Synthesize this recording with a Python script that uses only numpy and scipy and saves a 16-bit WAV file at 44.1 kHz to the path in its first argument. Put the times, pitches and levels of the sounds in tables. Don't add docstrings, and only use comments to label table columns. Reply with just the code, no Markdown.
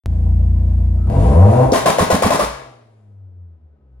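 import sys
import numpy as np
from scipy import signal
from scipy.fft import rfft, irfft, next_fast_len
from scipy.io import wavfile
from scipy.ndimage import map_coordinates

SR = 44100
rng = np.random.default_rng(int(sys.argv[2]) if len(sys.argv) > 2 else 0)


def rack_gain(trim_db):
    fader = np.asarray(trim_db, float)
    return 10 ** (fader / 20)


def generate_wav(sig):
    pcm = np.round(np.clip(np.atleast_2d(sig).T, -1, 1) * 32767).astype(np.int16)
    wavfile.write(sys.argv[1], SR, pcm)


N = 176400
T = np.arange(N) / SR

# time in seconds, firing rate in Hz, exhaust pulse in dB, throttle in dB.
DRIVE = [(.05, 28.33, -14.5, -47.5), (.25, 29.05, -12.5, -48), (1.06, 29.51, -15, -48.5),
         (1.1, 35, -9.5, -34), (1.18, 45.16, -8, -29), (1.26, 59.61, -8.5, -26.5), (1.352, 79.54, -8, -25),
         (1.456, 102.3, -8.5, -22.5), (1.588, 126.9, -7, -20.5), (1.644, 133.3, -9.5, -18),
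         (1.673, 135.9, -38, -28.5), (2.45, 138.4, -30.5, -38), (2.56, 132.4, -48, -41),
         (2.749, 121, -42.5, -61.5), (2.999, 105.9, -47.5, -64), (3.26, 94.5, -41.5, -79),
         (3.8, 69.2, -46, -92.5), (4.0, 60.4, -41, -75)]
CYLINDER_LEVELS = [.3, 0, -.3, .05]
# pitch in Hz, width in Hz, level in dB.
PIPE_BOOM = [(59.84, 4.3, 6), (77, 3.6, -11.5), (88.15, 7.9, 2), (98.1, 7.8, -3), (127.8, 11, -7.5),
             (161.4, 19, -11), (203.7, 14, -8), (234, 11, -14), (262.5, 8, -17), (328.2, 16, -13),
             (430, 67, -13.5), (510, 25, -17.5)]
# frequency in Hz, level in dB per Hz.
RASP_TONE = [(120, -21), (250, -4), (500, 0), (700, 0), (1000, -4.5), (1300, -16.5), (2000, -27.5),
             (4000, -46.5)]
# pitch in Hz, width in Hz, level in dB.
RASP_NOTES = [(335.4, 8.4, 13), (420.3, 32, 7), (500.3, 24, 11), (613.3, 18, 12), (671, 12, 6),
              (772.4, 22, 6), (938, 17, 6.5), (1039, 30, 5)]
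# time in seconds, peak in dB.
FIRST_BARKS = [
    (1.071, -34),
    (1.100, -26.5),
    (1.124, -27.5),
    (1.152, -23),
]
# time in seconds, peak in dB.
VALVE_TICKS = [
    (1.071, -57.5),
    (1.101, -47.5),
    (1.152, -56.5),
]
# frequency in Hz, level in dB per Hz.
HISS_TONE = [(900, -14), (1500, -1.5), (2600, -6.5), (4200, -12.5), (6000, -13.5), (8500, -13.5),
             (9500, -14), (11300, -16), (12200, -38), (16000, -37)]
WHINE_PITCHES = [9520, 9680]
# time in seconds, peak in dB, crack in dB, far wall thump in dB.
SHOTS = [
    (1.73, -7, 1, -13),
    (1.857, -5, 0.5, -5),
    (1.982, -5, -1, 1),
    (2.102, -6.5, 1, 3.5),
    (2.221, -6, 0, 4),
    (2.304, -6.5, -1.5, -9),
    (2.391, -6, -4, -11.5),
]
# delay in seconds, pitch in Hz, time to fall 60 dB in seconds, level in dB.
WALL_RINGS = [(0.014, 860, 0.047, -12), (0, 540, 0.031, 3.5), (.004, 660, 0.032, -1.5),
              (.014, 1060, 0.037, 0.5), (.023, 650, .05, -4), (0.011, 333.6, 0.034, -8),
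              (0.023, 93.3, 0.11, -12), (.034, 430, 0.081, -10.5), (0.028, 170, 0.034, -7.5),
              (.052, 960, .06, -18)]
# frequency in Hz, level in dB per Hz.
BLAST_TONE = [(40, -40), (90, -9), (200, -3.5), (500, -6), (1060, -1.5), (1500, -7), (3000, -13.5),
              (7500, -16.5), (8600, -19.5), (10000, -16), (11800, -24), (16000, -31.5)]
# pitch in Hz, width in Hz, level over the blast in dB.
BLAST_NOTES = [(215, 12, 3), (543, 160, 4), (666.3, 360, 5.5), (1040, 59, 3)]
# time in seconds, pitch in Hz, time to fall 60 dB in seconds, rise in seconds, level in dB.
LONE_THUDS = [
    (1.655, 63, .35, .025, -11),
    (1.7195, 430, .07, .002, -7),
    (1.7205, 245, .07, .002, -7),
    (1.7205, 515, .06, .002, -6),
    (2.405, 58, .3, .025, -20),
]
# frequency in Hz, time to fall 60 dB in seconds.
STREET_DECAY = [(55, 0.67), (110, 0.25), (300, 0.21), (700, 0.5), (1800, 0.71), (5000, 0.62), (12800, 0.38)]
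# frequency in Hz, level in dB per Hz.
QUIET_TONE = [(35, -14.5), (55, 5), (150, -3.5), (400, 2), (700, -5), (1100, -15.5), (3000, -31),
              (15000, -57.5)]
# pitch in Hz, width in Hz, level in dB.
FAR_MACHINES = [(1270, 45, -84), (1500, 30, -88), (1000, 40, -88)]
# frequency in Hz, likeness from 0 to 1.
LIKENESS = [(60, .95), (200, .8), (500, .5), (1000, .4), (3000, .45), (8000, .5), (15000, .1)]
# frequency in Hz, left minus right in dB.
LEFT_LOUDER = [(60, 1.3), (300, 1), (1000, 3), (4000, 3.5), (8000, 1.5), (13000, -.4)]
# frequency in Hz, lead in radians.
LEFT_AHEAD = [(60, 0), (150, .0), (350, 0.3), (600, 1.3), (1500, 0.9), (3000, 1.3), (6000, 1.9),
              (10000, 1.5)]


def unit(x):
    return x / np.sqrt(np.mean(x ** 2) + 1e-20)


def along(points, hz):
    f, v = np.transpose(points)
    return np.interp(np.log(hz + 1), np.log(f + 1), v)


def filtered(x, response):
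    m = next_fast_len(N + SR // 2)
    return irfft(rfft(x, m) * response(np.fft.rfftfreq(m, 1 / SR)), m)[..., :N]


def toned(x, tone):
    return filtered(x, lambda f: rack_gain(along(tone, f)))


def resonances(rows, f, sign):
    total = 0
    for k, (hz, width, db) in enumerate(rows):
        total = total + sign ** k * rack_gain(db) * 1j * f * width / (hz * hz - f * f + 1j * f * width)
    return total


def wobble(rate):
    return map_coordinates(rng.standard_normal(int(N * rate / SR) + 4), [T * rate])


def pair():
    def blend(hz):
        turn = np.arccos(np.clip(along(LIKENESS, hz), -1, 1)) / 2
        return np.array([np.cos(turn), np.sin(turn)])
    mid, side = filtered(rng.standard_normal((2, N)), blend)
    return np.array([mid + side, mid - side])


def whistling_air(hz, width_hz):
    return unit(filtered(pair(), lambda f: resonances([(hz, width_hz, 0)], f, 1) ** 2))


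def burst(rows, hz, width_hz, t60):
    shape = sum((T > s) * rack_gain(db - 60 * np.abs(T - s) / t60) for s, db in rows)
    return shape * whistling_air(hz, width_hz)


def answered(x, t60_of):
    hz, t, z = signal.stft(pair()[:, :SR], SR, nperseg=256)
    tail = signal.istft(z * rack_gain(-60 * t / t60_of(hz)[:, None]), SR, nperseg=256)[1]
    return signal.fftconvolve(x, tail / np.linalg.norm(tail[0]), axes=1)[:, :N]


def exhaust_boom(phase, rate, pulse_db, throttle_db, load, sizes):
    low_hz = 48

    def pipe(f):
        return resonances(PIPE_BOOM, f, 0.95) * f ** 4 / (low_hz ** 4 + f ** 4)

    fall = np.interp(throttle_db, [-62, -48, -22], [1.6, 1, 0.7])
    late, smear = .5, .4
    pulse = 0
    for k in range(1, 13):
        start = np.angle(pipe(k * rate[0]))
        if k > 3:
            start += 2 * np.pi * late * k + smear * (k - 7) ** 2
        waver_db = (k > 1) * .6 * load * wobble(6.5)
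        pulse = pulse + k ** -fall * rack_gain(waver_db) * np.cos(k * phase - start)
    return filtered(pulse * sizes * rack_gain(pulse_db + 7.0), pipe)


def tailpipe_rasp(phase, throttle_db, load, sizes):
    puffs = np.exp((0.2 + 0.17 * (load - 1)) * np.cos(phase))
    puffs = puffs * rack_gain(4 / load * np.cos(phase / 4 - 0.49))
    buzz = sum(np.cos(k * phase + rng.uniform(0, 2 * np.pi)) for k in range(2, 30))
    clean_db, clean_grows = -3, 0.4
    rasp = unit(puffs * pair()) + rack_gain(clean_db + clean_grows * (throttle_db + 14.5)) * unit(buzz * sizes)
    rasp = rasp / np.hypot(1, rack_gain(clean_db + clean_grows * (throttle_db + 20)))

    def tone(f):
        return rack_gain(along(RASP_TONE, f)) * (1 + resonances(RASP_NOTES, f, 1))

    return unit(filtered(rasp, tone)) * rack_gain(throttle_db + 1.3 * wobble(14))


def valve_and_intake_hiss(phase, throttle_db):
    level_db = -65 + 0.73 * (throttle_db + 49.5)
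    level_db += 0.27 * np.clip(throttle_db + 51.5, -99, 0)
    beat = np.cos(phase / 4 + 1.3) + 0.81 * np.cos(phase / 2 + .4) + 0.34 * wobble(40)
    return unit(toned(rack_gain(-0.5 * beat) * pair(), HISS_TONE)) * rack_gain(level_db + 1.5 * wobble(8.9))


def idle_whine(rate):
    tones = sum(np.sin(2 * np.pi * hz * T) for hz in WHINE_PITCHES)
    return tones * rack_gain(-82 + 2.7 * wobble(15)) * (rate < 32)


def turbo_whistle(rate, throttle_db, load):
    spin = np.cumsum(8800 + 11.5 * rate + 300 * wobble(1500)) / SR
    level_db = -40.5 + 0.65 * throttle_db + 4 * wobble(25)
    return np.sin(2 * np.pi * spin) * rack_gain(level_db) * (load > 1)


def intake_gulp():
    middle_s, length_s = 1.03, 0.05
    return whistling_air(1270, 150) * rack_gain(-51) * np.exp(-((T - middle_s) / length_s) ** 2)


def engine():
    s, *columns = np.transpose(DRIVE)
    rate, pulse_db, throttle_db = [np.interp(T, s, c) for c in columns]
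    load = 1 + 4.5 * np.clip((throttle_db + 45) / 22, 0, 1)
    first_firing, jitter = .37, .004
    cycles = np.cumsum(rate) / SR + first_firing + jitter * load * wobble(60)
    phase = 2 * np.pi * cycles
    firing = np.arange(500)
    size_db = np.take(CYLINDER_LEVELS, firing % 4) + 0.2 * rng.standard_normal(500)
    sizes = rack_gain(load * np.interp(cycles + .5, firing + .5, size_db))

    boom = exhaust_boom(phase, rate, pulse_db, throttle_db, load, sizes)
    near = tailpipe_rasp(phase, throttle_db, load, sizes)
    near = near + burst(FIRST_BARKS, 684, 350, .07) + burst(VALVE_TICKS, 9500, 2500, .03)
    near = near + valve_and_intake_hiss(phase, throttle_db) + idle_whine(rate)
    near = near + turbo_whistle(rate, throttle_db, load) + intake_gulp()
    garage = answered(near + rack_gain(-11) * boom, lambda hz: 0.73 + 0 * hz)
    return boom + near + rack_gain(2) * garage


def decaying_note(hz, t60, rise_s):
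    t = np.arange(SR // 4) / SR
    return np.sin(2 * np.pi * hz * t) * rack_gain(-60 * t / t60) * (1 - np.exp(-t / rise_s))


def add_note(track, s, note):
    track[round(s * SR):][:len(note)] += note


def bang_rings():
    rings = np.zeros(N)
    chance = rng.standard_normal((len(SHOTS), len(WALL_RINGS), 3))
    for (s, db, _, thump_db), rows in zip(SHOTS, chance):
        for (delay, hz, t60, level_db), (a, b, c) in zip(WALL_RINGS, rows):
            ring_db = db + level_db + (hz < 250) * thump_db + 1.5 * b
            ring = rack_gain(ring_db) * decaying_note(hz * (1 + .03 * a), t60, 0.0025)
            add_note(rings, s + delay + .0012 * c, ring)
        add_note(rings, s + .042, -rack_gain(db + thump_db + 8) * decaying_note(215, .024, .005))
    return rings * rack_gain(2.5)


def lone_thuds():
    thuds = np.zeros(N)
    for s, hz, t60, rise_s, db in LONE_THUDS:
        add_note(thuds, s, rack_gain(db) * decaying_note(hz, t60, rise_s))
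    return thuds


def bang_blast():
    blast, crack = np.zeros(N), np.zeros(N)
    hold_s, release_t60_s, crack_t60_s = 0.049, .16, .045
    for s, db, crack_db, _ in SHOTS:
        after = T - s
        rise = np.clip(after / .003, 0, 1)
        blast += rise * rack_gain(db + crack_db - 60 * np.clip(after - hold_s, 0, 9) / release_t60_s)
        crack += rise * rack_gain(db + crack_db - 60 * np.abs(after) / crack_t60_s)

    def roar_tone(f):
        return rack_gain(along(BLAST_TONE, f)) * np.abs(1 + resonances(BLAST_NOTES, f, 0.61))

    def snap_tone(f):
        return rack_gain(along(BLAST_TONE, f) / 2) * f / (f + 2500)

    grain = rack_gain(-1.5 * wobble(300) + 0.5 * wobble(70))
    roar = unit(filtered(pair() * grain, roar_tone))
    snap = unit(filtered(pair(), snap_tone))
    return rack_gain(-11.5) * blast * roar + rack_gain(-22) * crack * snap


def bangs():
    near = bang_rings() + lone_thuds() + bang_blast() + burst([(1.7195, -22)], 4900, 3000, .045)
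    return near + rack_gain(-3) * answered(near, lambda hz: along(STREET_DECAY, hz))


def quiet_street():
    quiet = rack_gain(-63.5) * unit(toned(pair(), QUIET_TONE))
    for hz, width_hz, db in FAR_MACHINES:
        quiet = quiet + rack_gain(db) * whistling_air(hz, width_hz)
    return quiet


def scene():
    def microphones(f):
        halves = [.5, -.5]
        return rack_gain(np.outer(halves, along(LEFT_LOUDER, f))) * np.exp(1j * np.outer(halves, along(LEFT_AHEAD, f)))
    return filtered(engine() + bangs() + quiet_street(), microphones)


def roll_off(x):
    return signal.sosfilt(signal.butter(12, 16400, fs=SR, output="sos"), x)


def record(dry):
    lead_in_s, start_s = .037, .0595
    x = dry * np.clip((T - start_s) / .00003, rack_gain(-28) * (T > lead_in_s), 1)
    x = x / (1 + np.abs(x) ** 4) ** .25
    mix = filtered(x, lambda f: f < 15850)
    return roll_off(mix)


dry = scene()
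out = record(dry)
generate_wav(out)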